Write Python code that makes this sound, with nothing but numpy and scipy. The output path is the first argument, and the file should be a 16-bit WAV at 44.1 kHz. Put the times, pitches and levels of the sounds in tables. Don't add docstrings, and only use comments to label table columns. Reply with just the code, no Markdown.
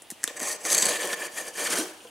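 import sys
import numpy as np
from scipy import signal
from scipy.fft import rfft, irfft, next_fast_len
from scipy.io import wavfile
from scipy.ndimage import map_coordinates

SR = 44100
rng = np.random.default_rng(int(sys.argv[2]) if len(sys.argv) > 2 else 0)


def output_pcm(signal):
    pcm = np.clip(np.atleast_2d(signal).T, -1, 1) * 32767
    wavfile.write(sys.argv[1], SR, np.round(pcm).astype(np.int16))


N = 92610


def amp(db):
    return 10 ** (np.asarray(db) / 20)


def unit(x):
    return x / np.sqrt(np.mean(x ** 2) + 1e-20)


def along(points, hz):
    f, v = np.transpose(points)
    return np.interp(np.log(hz + 1), np.log(np.abs(f) + 1), v)


def fade(t, t60):
    return np.exp(-np.log(1000) * t / t60)


def wobble(rate):
    return map_coordinates(rng.standard_normal(N // 8), [np.arange(N) * rate / SR], mode="wrap")


def response(points, peaks=(), size=4096):
    hz = np.fft.rfftfreq(size, 1 / SR)
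    db = along(points, hz)
    for f, width, lift in peaks:
        db = db + lift / (1 + (2 * (hz - f) / width) ** 2)
    cepstrum = irfft(np.log(amp(db)))
    cepstrum[1:size // 2] *= 2
    cepstrum[size // 2 + 1:] = 0
    h = irfft(np.exp(rfft(cepstrum)))
    return h / np.linalg.norm(h)


def through(x, points, peaks=()):
    return signal.fftconvolve(x, response(points, peaks))[:len(x)]


def add(track, s, x):
    part = track[max(round(s * SR), 0):][:len(x)]
    part += x[:len(part)]


# pitch_hz [Hz], relative_db [dB]
AIR_COLOUR = [(30, -16), (80, -3), (160, 0), (300, 4.5), (480, 1), (800, 5.5), (1500, -2.5), (2200, -8),
              (4000, -4), (6000, -9), (9000, -7), (12000, -11.5), (15800, -13.5)]
# pitch_hz [Hz], width_hz [Hz], lift_db [dB]
AIR_BANDS = [(2870, 1100, 11.5), (9800, 620, 9)]
AIR_DB = -53
AIR_ALIKE = 0.76


def air():
    mid, side = [unit(through(x, AIR_COLOUR, AIR_BANDS)) for x in rng.standard_normal((2, N))]
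    turn = np.arccos(np.clip(AIR_ALIKE, 0, 1)) / 2
    return amp(AIR_DB) * (np.cos(turn) * mid + np.sin(turn) * np.array([side, -side]))


# pitch_hz [Hz], t60_s [s]
ROOM_DECAY = [(200, 0.31), (2000, 1), (8000, 0.18), (15000, 0.28)]
# pitch_hz [Hz], relative_db [dB]
ROOM_TINT = [(100, -6), (280, -15), (500, -5), (1000, 4), (2000, -4.5), (5000, 4.5), (9000, 3.5),
             (12000, -23), (15000, -35)]
ROOM_DB, WALLS_DB = -16.5, -43


def kitchen(x):
    noise = rng.standard_normal((2, SR // 2))
    hz, t, z = signal.stft(noise, SR, nperseg=256)
    decay = fade(t, along(ROOM_DECAY, hz)[:, None])
    tail = signal.istft(z * decay, SR, nperseg=256)[1]
    walls = np.zeros_like(tail)
    for side in walls:
        arrivals = rng.integers(0, SR // 50, size=10)
        side[arrivals] = rng.standard_normal(size=10)
    answer = amp(ROOM_DB) * tail / np.linalg.norm(tail[0])
    answer = answer + amp(WALLS_DB) * walls / np.linalg.norm(walls, axis=1, keepdims=True)
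    delayed = np.pad(through(x, ROOM_TINT), (SR // 500, 0))
    return signal.fftconvolve(delayed[None], answer, axes=1)[:, :N]


# start_s [s], level_db [dB], pitch_hz [Hz], t60_s [s]
BOX_BUMPS = [(.022, -45, 520, 0.017), (0.12, -32, 218, 0.029), (0.243, -35.5, 330, 0.023),
             (0.2778, -33.5, 466, .03), (.309, -37.5, 490, .035), (0.417, -30.5, 260, 0.047),
             (0.829, -27.5, 214, 0.041), (0.862, -28, 207, 0.061), (0.901, -35.5, 236, 0.043),
             (1.128, -32, 206, 0.028), (1.706, -29, 245, .035), (1.787, -22, 283, 0.023),
             (1.795, -25, 330, 0.077), (2.0487, -36.5, 486, 0.11)]
# pitch_ratio [times pitch_hz], relative_db [dB], t60_ratio [times t60_s]
THUD_MODES = [(.72, -10.5, 1.06), (1, 4, 0.81), (1.4, -7, 1.15), (2.1, -10, 0.76), (3.1, -7, 0.26)]
BUMP_ATTACK_S = 0.00088
BUMP_CUT_HZ = 202


def bumps():
    out, t = np.zeros(N), np.arange(SR // 6) / SR
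    attack = 1 - np.exp(-t / BUMP_ATTACK_S)
    for s, db, hz, t60 in BOX_BUMPS:
        thud = np.zeros_like(t)
        for ratio, level, life in THUD_MODES:
            thud += amp(level) * np.sin(2 * np.pi * hz * ratio * t) * fade(t, t60 * life)
        thud *= attack
        add(out, s, amp(db) * thud / np.abs(thud).max())
    return signal.sosfilt(signal.butter(4, BUMP_CUT_HZ, "high", fs=SR, output="sos"), out)


# start_s [s], level_db [dB], centre_hz [Hz], width [octaves], knock_db [dB], rattle_db [dB]
KNIFE_CLICKS = [(0.021, -28.5, 9000, 0.32, -11, -1), (0.1033, -17, 9800, 1, -13, 1),
                (.1131, -19.5, 8850, 0.63, -4, -14), (0.233, -22, 7000, 0.56, -1, -2.5),
                (.2404, -1, 7800, 0.55, -7, -12), (0.2771, -15.5, 6950, 0.86, -7, -2),
                (0.2768, -18, 3500, .28, -6, -8), (0.4018, -15, 7900, 0.41, -3, -7),
                (0.6515, -17.5, 7050, 0.31, 1, -1), (0.7032, -8.5, 4400, 0.53, -14, -7),
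                (0.731, -4, 8000, 1.3, -26, -7), (0.8554, -5.5, 9500, 0.43, -31, -24),
                (0.828, -9.5, 3600, 0.81, -14.5, -2), (1.0743, -15, 9700, .35, -22, -12),
                (1.131, -14.5, 3800, 0.66, -4, -10), (1.7764, -20, 8000, .8, -16, 1),
                (1.7861, -8, 9800, 0.32, -10, 0.5), (2.005, -40, 2800, 0.2, -17, 4),
                (2.0723, -38.5, 2880, 0.17, -22, -4)]
# pitch_hz [Hz], relative_db [dB]
STEEL_COLOUR = [(60, -16), (400, 21), (1500, 0), (11000, 3.5), (12500, 0), (14000, -7), (16000, -23)]
# pitch_hz [Hz], width_hz [Hz], lift_db [dB]
KNIFE_MODES = [(3500, 800, 2.5), (4670, 580, -3.5), (7270, 940, 3.5), (9400, 600, 2.5)]
# pitch_hz [Hz], relative_db [dB]
KNOCK_COLOUR = [(80, -53), (300, -3), (900, -18), (1350, 2), (1850, 7), (2500, -11.5), (3500, -6.5),
                (6000, -8), (12000, -19.5)]
CLICK_DB, SNAP_SHARE = -0.5, 0.48
SNAP_T60_S, RATTLE_T60_S, KNOCK_T60_S = 0.00063, 0.085, 0.014


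def clicks():
    out, t = np.zeros(N), np.arange(SR // 10) / SR
    grid_hz = np.geomspace(50, SR / 2, 60)
    steel_db = along(STEEL_COLOUR, grid_hz)
    contact = t == 0
    decays = fade(t, np.array([[SNAP_T60_S], [RATTLE_T60_S], [KNOCK_T60_S]]))
    decays = decays * (1 - np.exp(-t / 0.000092))
    for s, db, hz, octaves, knock_db, rattle_db in KNIFE_CLICKS:
        bursts = rng.standard_normal(decays.shape) * decays
        snap, rattle, knock = [x / np.linalg.norm(x) for x in bursts]
        band_db = -20 * np.log10(1 + (np.log2(grid_hz / hz) / octaves) ** 2)
        colour = np.column_stack([grid_hz, steel_db + band_db])
        strike = contact + SNAP_SHARE * snap + amp(rattle_db) * rattle
        steel = unit(through(strike, colour, KNIFE_MODES))
        click = steel + amp(knock_db) * unit(through(knock, KNOCK_COLOUR))
        add(out, s, amp(db + CLICK_DB) * click / np.abs(click).max())
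    return out


SLIPS_PER_S, SLIP_SPREAD_DB, RUB_SHARE = 8000, 1.5, 0.63
JUDDER_PER_S, JUDDER_DB = 130, 0.82


def slips():
    spread = np.minimum(rng.exponential(size=N), 5)
    sizes = amp(SLIP_SPREAD_DB * spread) * rng.choice([-1, 1], N)
    grains = unit(sizes * (rng.random(N) < SLIPS_PER_S / SR))
    judder = amp(JUDDER_DB * wobble(JUDDER_PER_S))
    return unit((grains + RUB_SHARE * rng.standard_normal(N)) * judder)


PATCH_HZ, PATCH_S = 398, .012


def patchy(x, depth_db):
    hz, t, z = signal.stft(x, SR, nperseg=256)
    places = np.meshgrid(hz / PATCH_HZ, t / PATCH_S, indexing="ij")
    field = map_coordinates(rng.standard_normal((128, 512)), places, mode="wrap")
    return unit(signal.istft(z * amp(depth_db * field), SR, nperseg=256)[1][:N])


SLIT_FROM_S, SLIT_BY_S = 0.59, 1.16
END_FROM_S, END_BY_S = 1.55, 1.745


def travelling(x, taut, slit, end):
    t = np.arange(N) / SR
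    opened = np.clip((t - SLIT_FROM_S) / (SLIT_BY_S - SLIT_FROM_S), 0, 1)
    ended = np.clip((t - END_FROM_S) / (END_BY_S - END_FROM_S), 0, 1)
    at_start = through(x * (1 - opened), *taut)
    at_slit = through(x * opened * (1 - ended), *slit)
    return at_start + at_slit + through(x * ended, *end)


DRIFT_S, DRIFT_PER_S = .0006, 9


def drifting(x):
    return map_coordinates(x, [np.arange(N) + SR * DRIFT_S * wobble(DRIFT_PER_S)], order=5)


# pitch_hz [Hz], relative_db [dB]
HOLLOW_COLOUR = [(60, -43), (110, -31), (180, -8.5), (260, -10.5), (330, -3), (560, -1.5), (850, -5),
                 (1150, -10), (2000, -23.5)]
# pitch_hz [Hz], width_hz [Hz], lift_db [dB]
BOX_MODES = [(312, 26, 5.5), (359, 12, 3.5), (483, 26, 10), (600, 72, 8), (728, 40, 3), (1068, 36, 9.5)]
BOX_END_MODES = [(312, 40, 12.5), (366, 25, 8), (477, 47, 4.5), (595, 26, 7.5), (1020, 54, 0)]
HOLLOW_DB = 0.5


def box_hollow(force, level):
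    early = (HOLLOW_COLOUR, BOX_MODES)
    return travelling(force * level * amp(HOLLOW_DB), early, early, (HOLLOW_COLOUR, BOX_END_MODES))


# pitch_hz [Hz], relative_db [dB]
RASP_COLOUR = [(500, -45.5), (850, -6.5), (1100, -3), (1400, -1), (1900, -1), (2600, -4), (3300, -3.5),
               (4200, -26), (7000, -44.5)]
# pitch_hz [Hz], width_hz [Hz], lift_db [dB]
LID_TAUT_MODES = [(1060, 87, 10), (1208, 27, 13), (1730, 49, 10), (1838, 87, 14), (1996, 62, 4),
                  (2350, 670, 9.5), (3260, 55, 2.5)]
LID_SLIT_MODES = [(1010, 63, 5.5), (1350, 70, -7), (1742, 73, 9), (1796, 123, 11.5), (2340, 130, 9.5),
                  (3110, 400, 6)]
LID_END_MODES = [(1058, 39, 6), (1555, 130, 6), (1770, 130, 4), (2230, 130, 6), (3150, 120, 8)]
RASP_DB, RIP_RASP_DB, LID_PATCH_DB = 0, -13, 2
LID_JUDDER_PER_S, LID_JUDDER_DB = 70, 1


def lid_rasp(level, rips):
    judder = amp(LID_JUDDER_DB * wobble(LID_JUDDER_PER_S))
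    strength = np.hypot(level * amp(RASP_DB), rips * amp(RIP_RASP_DB))
    scrape = patchy(slips() * judder, LID_PATCH_DB) * strength
    return travelling(scrape, (RASP_COLOUR, LID_TAUT_MODES), (RASP_COLOUR, LID_SLIT_MODES),
                      (RASP_COLOUR, LID_END_MODES))


# pitch_hz [Hz], relative_db [dB]
CRACKLE_COLOUR = [(1200, -20), (2400, -7), (3300, 1), (4400, -2), (5500, -10), (9000, -16), (15000, -39)]
CRACKLE_PER_S, CRACKLE_DB, CRACKLE_SPREAD_DB = 390, -5, 4.5
DEEP_CUT_S, DEEP_CUT_LENGTH_S = 0.923, 0.1


def crackle(rasp):
    t = np.arange(N) / SR
    sizes = amp(CRACKLE_SPREAD_DB * rng.standard_normal(N)) * rng.choice([-1, 1], N)
    snaps = sizes * (rng.random(N) < CRACKLE_PER_S / SR)
    depth = np.exp(-((t - DEEP_CUT_S) / DEEP_CUT_LENGTH_S) ** 2 / 2)
    return amp(CRACKLE_DB) * rasp * depth * unit(through(snaps, CRACKLE_COLOUR))


# pitch_hz [Hz], relative_db [dB]
TAUT_TAPE_COLOUR = [(1800, -33), (3500, -9), (4800, -9), (5400, -7), (6100, 5), (6900, -2.5), (7800, 2.5),
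                    (8900, -3), (9900, -0.5), (11000, -9), (12300, -10.5), (13800, -22), (15800, -22)]
SLIT_TAPE_COLOUR = [(1800, -31), (3500, -9.5), (4500, -8), (5300, -6.5), (6200, -0.5), (8300, -2),
                    (9600, 1), (10600, -9), (12300, -7), (13500, -22), (15800, -28)]
END_TAPE_COLOUR = [(1800, -32), (3500, -8.5), (4400, -5.5), (5100, -5.5), (6200, -1.5), (8000, -4.5),
                   (8950, 0.5), (9700, -3.5), (10500, -7), (12500, -12), (14000, -22), (15800, -24)]
# pitch_hz [Hz], width_hz [Hz], lift_db [dB]
BLADE_MODES = [(4400, 69, 6.9), (4695, 98, 12.2), (6480, 130, 3.5), (7560, 35, 4), (7930, 45, 10.4),
               (8140, 50, 3)]
HISS_DB, HISS_JUDDER_DB, TAPE_PATCH_DB = -1, 1.27, 2


def tape_hiss(force, level):
    judder = amp(HISS_JUDDER_DB * wobble(JUDDER_PER_S))
    tear = patchy(force * judder, TAPE_PATCH_DB) * level * amp(HISS_DB)
    return travelling(tear, (TAUT_TAPE_COLOUR, BLADE_MODES), (SLIT_TAPE_COLOUR, BLADE_MODES[:3]),
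                      (END_TAPE_COLOUR, BLADE_MODES[:1]))


# start_s [s], length_s [s], level_db [dB]
TAPE_RIPS = [(0.366, 0.011, -39.5), (0.394, 0.0044, -34), (0.411, 0.0096, -33.5), (0.47, 0.046, -37.5),
             (0.718, 0.012, -22.5), (0.746, 0.0039, -13), (0.7498, 0.0045, -17.5), (.767, 0.0045, -25),
             (0.771, 0.0076, -37), (0.7782, 0.011, -18.5), (0.806, 0.0106, -27.5), (0.8206, 0.0087, -19),
             (0.844, 0.0023, -27), (0.857, 0.0028, -20.5), (0.865, 0.0025, -21), (0.884, 0.013, -26.5),
             (0.964, 0.011, -37.5), (1.123, 0.016, -41), (1.602, 0.015, -34.5), (1.701, 0.039, -31),
             (1.723, 0.013, -29), (1.755, .008, -28)]
RIP_ATTACK_S, RIP_STOP_S = 0.00094, 0.00061


def ripping():
    t = np.arange(N) / SR
    power = np.zeros(N)
    for s, length, db in TAPE_RIPS:
        rise = np.clip((t - s) / RIP_ATTACK_S, 0, 1)
        stop = np.exp(-np.maximum(t - s - length, 0) / RIP_STOP_S)
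        power += (amp(db) * rise * stop) ** 2
    return np.sqrt(power)


# pitch_hz [Hz], relative_db [dB]
RIP_COLOUR = [(1800, -29.5), (3400, -15.5), (4400, -1.5), (5400, -15.5), (6400, 5.5), (7000, -1.5),
              (7800, 5), (8600, -2), (10300, -5.5), (12000, -9), (13500, -20.5), (15800, -21)]


def tape_rip(rips):
    early = (RIP_COLOUR, BLADE_MODES)
    return travelling(slips() * rips, early, early, (END_TAPE_COLOUR, BLADE_MODES[:1]))


# start_s [s], hollow_level_db [dB], rasp_level_db [dB], hiss_level_db [dB]
FIRST_STROKE = [(0.29, -56, -43.5, -44), (0.312, -43, -49.5, -50), (0.332, -59, -51, -51),
                (0.356, -50, -56, -52), (0.372, -48, -39, -37), (0.388, -47, -49, -48),
                (0.398, -44.5, -40.5, -46), (0.424, -38.5, -39, -32.5), (0.526, -42, -39, -29),
                (0.54, -40, -46, -37.5), (0.564, -44.5, -45, -41), (0.578, -60, -51, -58)]
SECOND_STROKE = [(0.6, -51.5, -53, -44.5), (0.638, -47.5, -47, -42.5), (0.66, -36, -33.5, -26),
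                 (0.7, -42, -35.5, -29), (0.716, -32.5, -36, -24.5), (0.738, -36, -30, -23),
                 (0.762, -34.5, -29.5, -29.5), (0.798, -37, -33.5, -28.5), (0.838, -36.5, -32, -28.5),
                 (0.86, -30.5, -33.5, -26.5), (0.971, -39, -31.5, -31.5), (0.979, -38, -47, -41)]
THIRD_STROKE = [(0.99, -38.5, -39, -42), (1.006, -40, -35.5, -33.5), (1.05, -30, -31.5, -30.5),
                (1.068, -37.5, -38, -37), (1.14, -36.5, -32.5, -32), (1.152, -47.5, -43.5, -44.5),
                (1.175, -41.5, -41, -42), (1.228, -39, -36, -36), (1.271, -39.5, -39.5, -35),
                (1.282, -52, -42, -52), (1.3, -44.5, -53, -54)]
FOURTH_STROKE = [(1.32, -53, -52, -47.5), (1.358, -48.5, -43.5, -40.5), (1.377, -41.5, -33, -32.5),
                 (1.41, -41.5, -41, -36.5), (1.444, -48.5, -46, -45), (1.485, -42.5, -40.5, -35),
                 (1.52, -51.5, -56, -54.5)]
FIFTH_STROKE = [(1.54, -53, -48.5, -45.5), (1.582, -39.5, -34.5, -33.5), (1.644, -34.5, -35, -30),
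                (1.676, -45, -29.5, -29), (1.686, -37, -37, -39.5), (1.698, -33, -37, -32.5),
                (1.708, -38.5, -33, -31), (1.73, -33, -29, -31), (1.75, -33.5, -35, -33.5),
                (1.79, -34, -34, -28.5), (1.817, -37.5, -36, -34), (1.826, -36, -41.5, -37),
                (1.964, -56.5, -57, -56), (1.98, -59, -64.5, -56)]
TOUCH_S, LIFT_S, IDLE_DB = 0.14, 5.3, -71.5


def cutting():
    t = np.arange(N) / SR
    touch, lift = [TOUCH_S] + [IDLE_DB] * 3, [LIFT_S] + [IDLE_DB] * 3
    s, *levels = np.vstack([touch, FIRST_STROKE, SECOND_STROKE, THIRD_STROKE, FOURTH_STROKE,
                            FIFTH_STROKE, lift]).T
    hollow, rasp, hiss = [amp(np.interp(t, s, db)) for db in levels]
    force, rips = slips(), ripping()
    lid_and_tape = lid_rasp(rasp, rips) + tape_hiss(force, hiss)
    return box_hollow(force, hollow) + drifting(lid_and_tape) + tape_rip(rips) + crackle(rasp)


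LEFT_DB = .25


def scene():
    near = cutting() + clicks() + bumps()
    return near * amp([[LEFT_DB], [-LEFT_DB]]) + kitchen(near) + air()


TOP_HZ = 15800


def record(dry):
    m = next_fast_len(N + SR // 4)
    kept = np.fft.rfftfreq(m, 1 / SR) < TOP_HZ
    return irfft(rfft(dry, m) * kept, m)[:, :N]


dry = scene()
out = record(dry)
output_pcm(out)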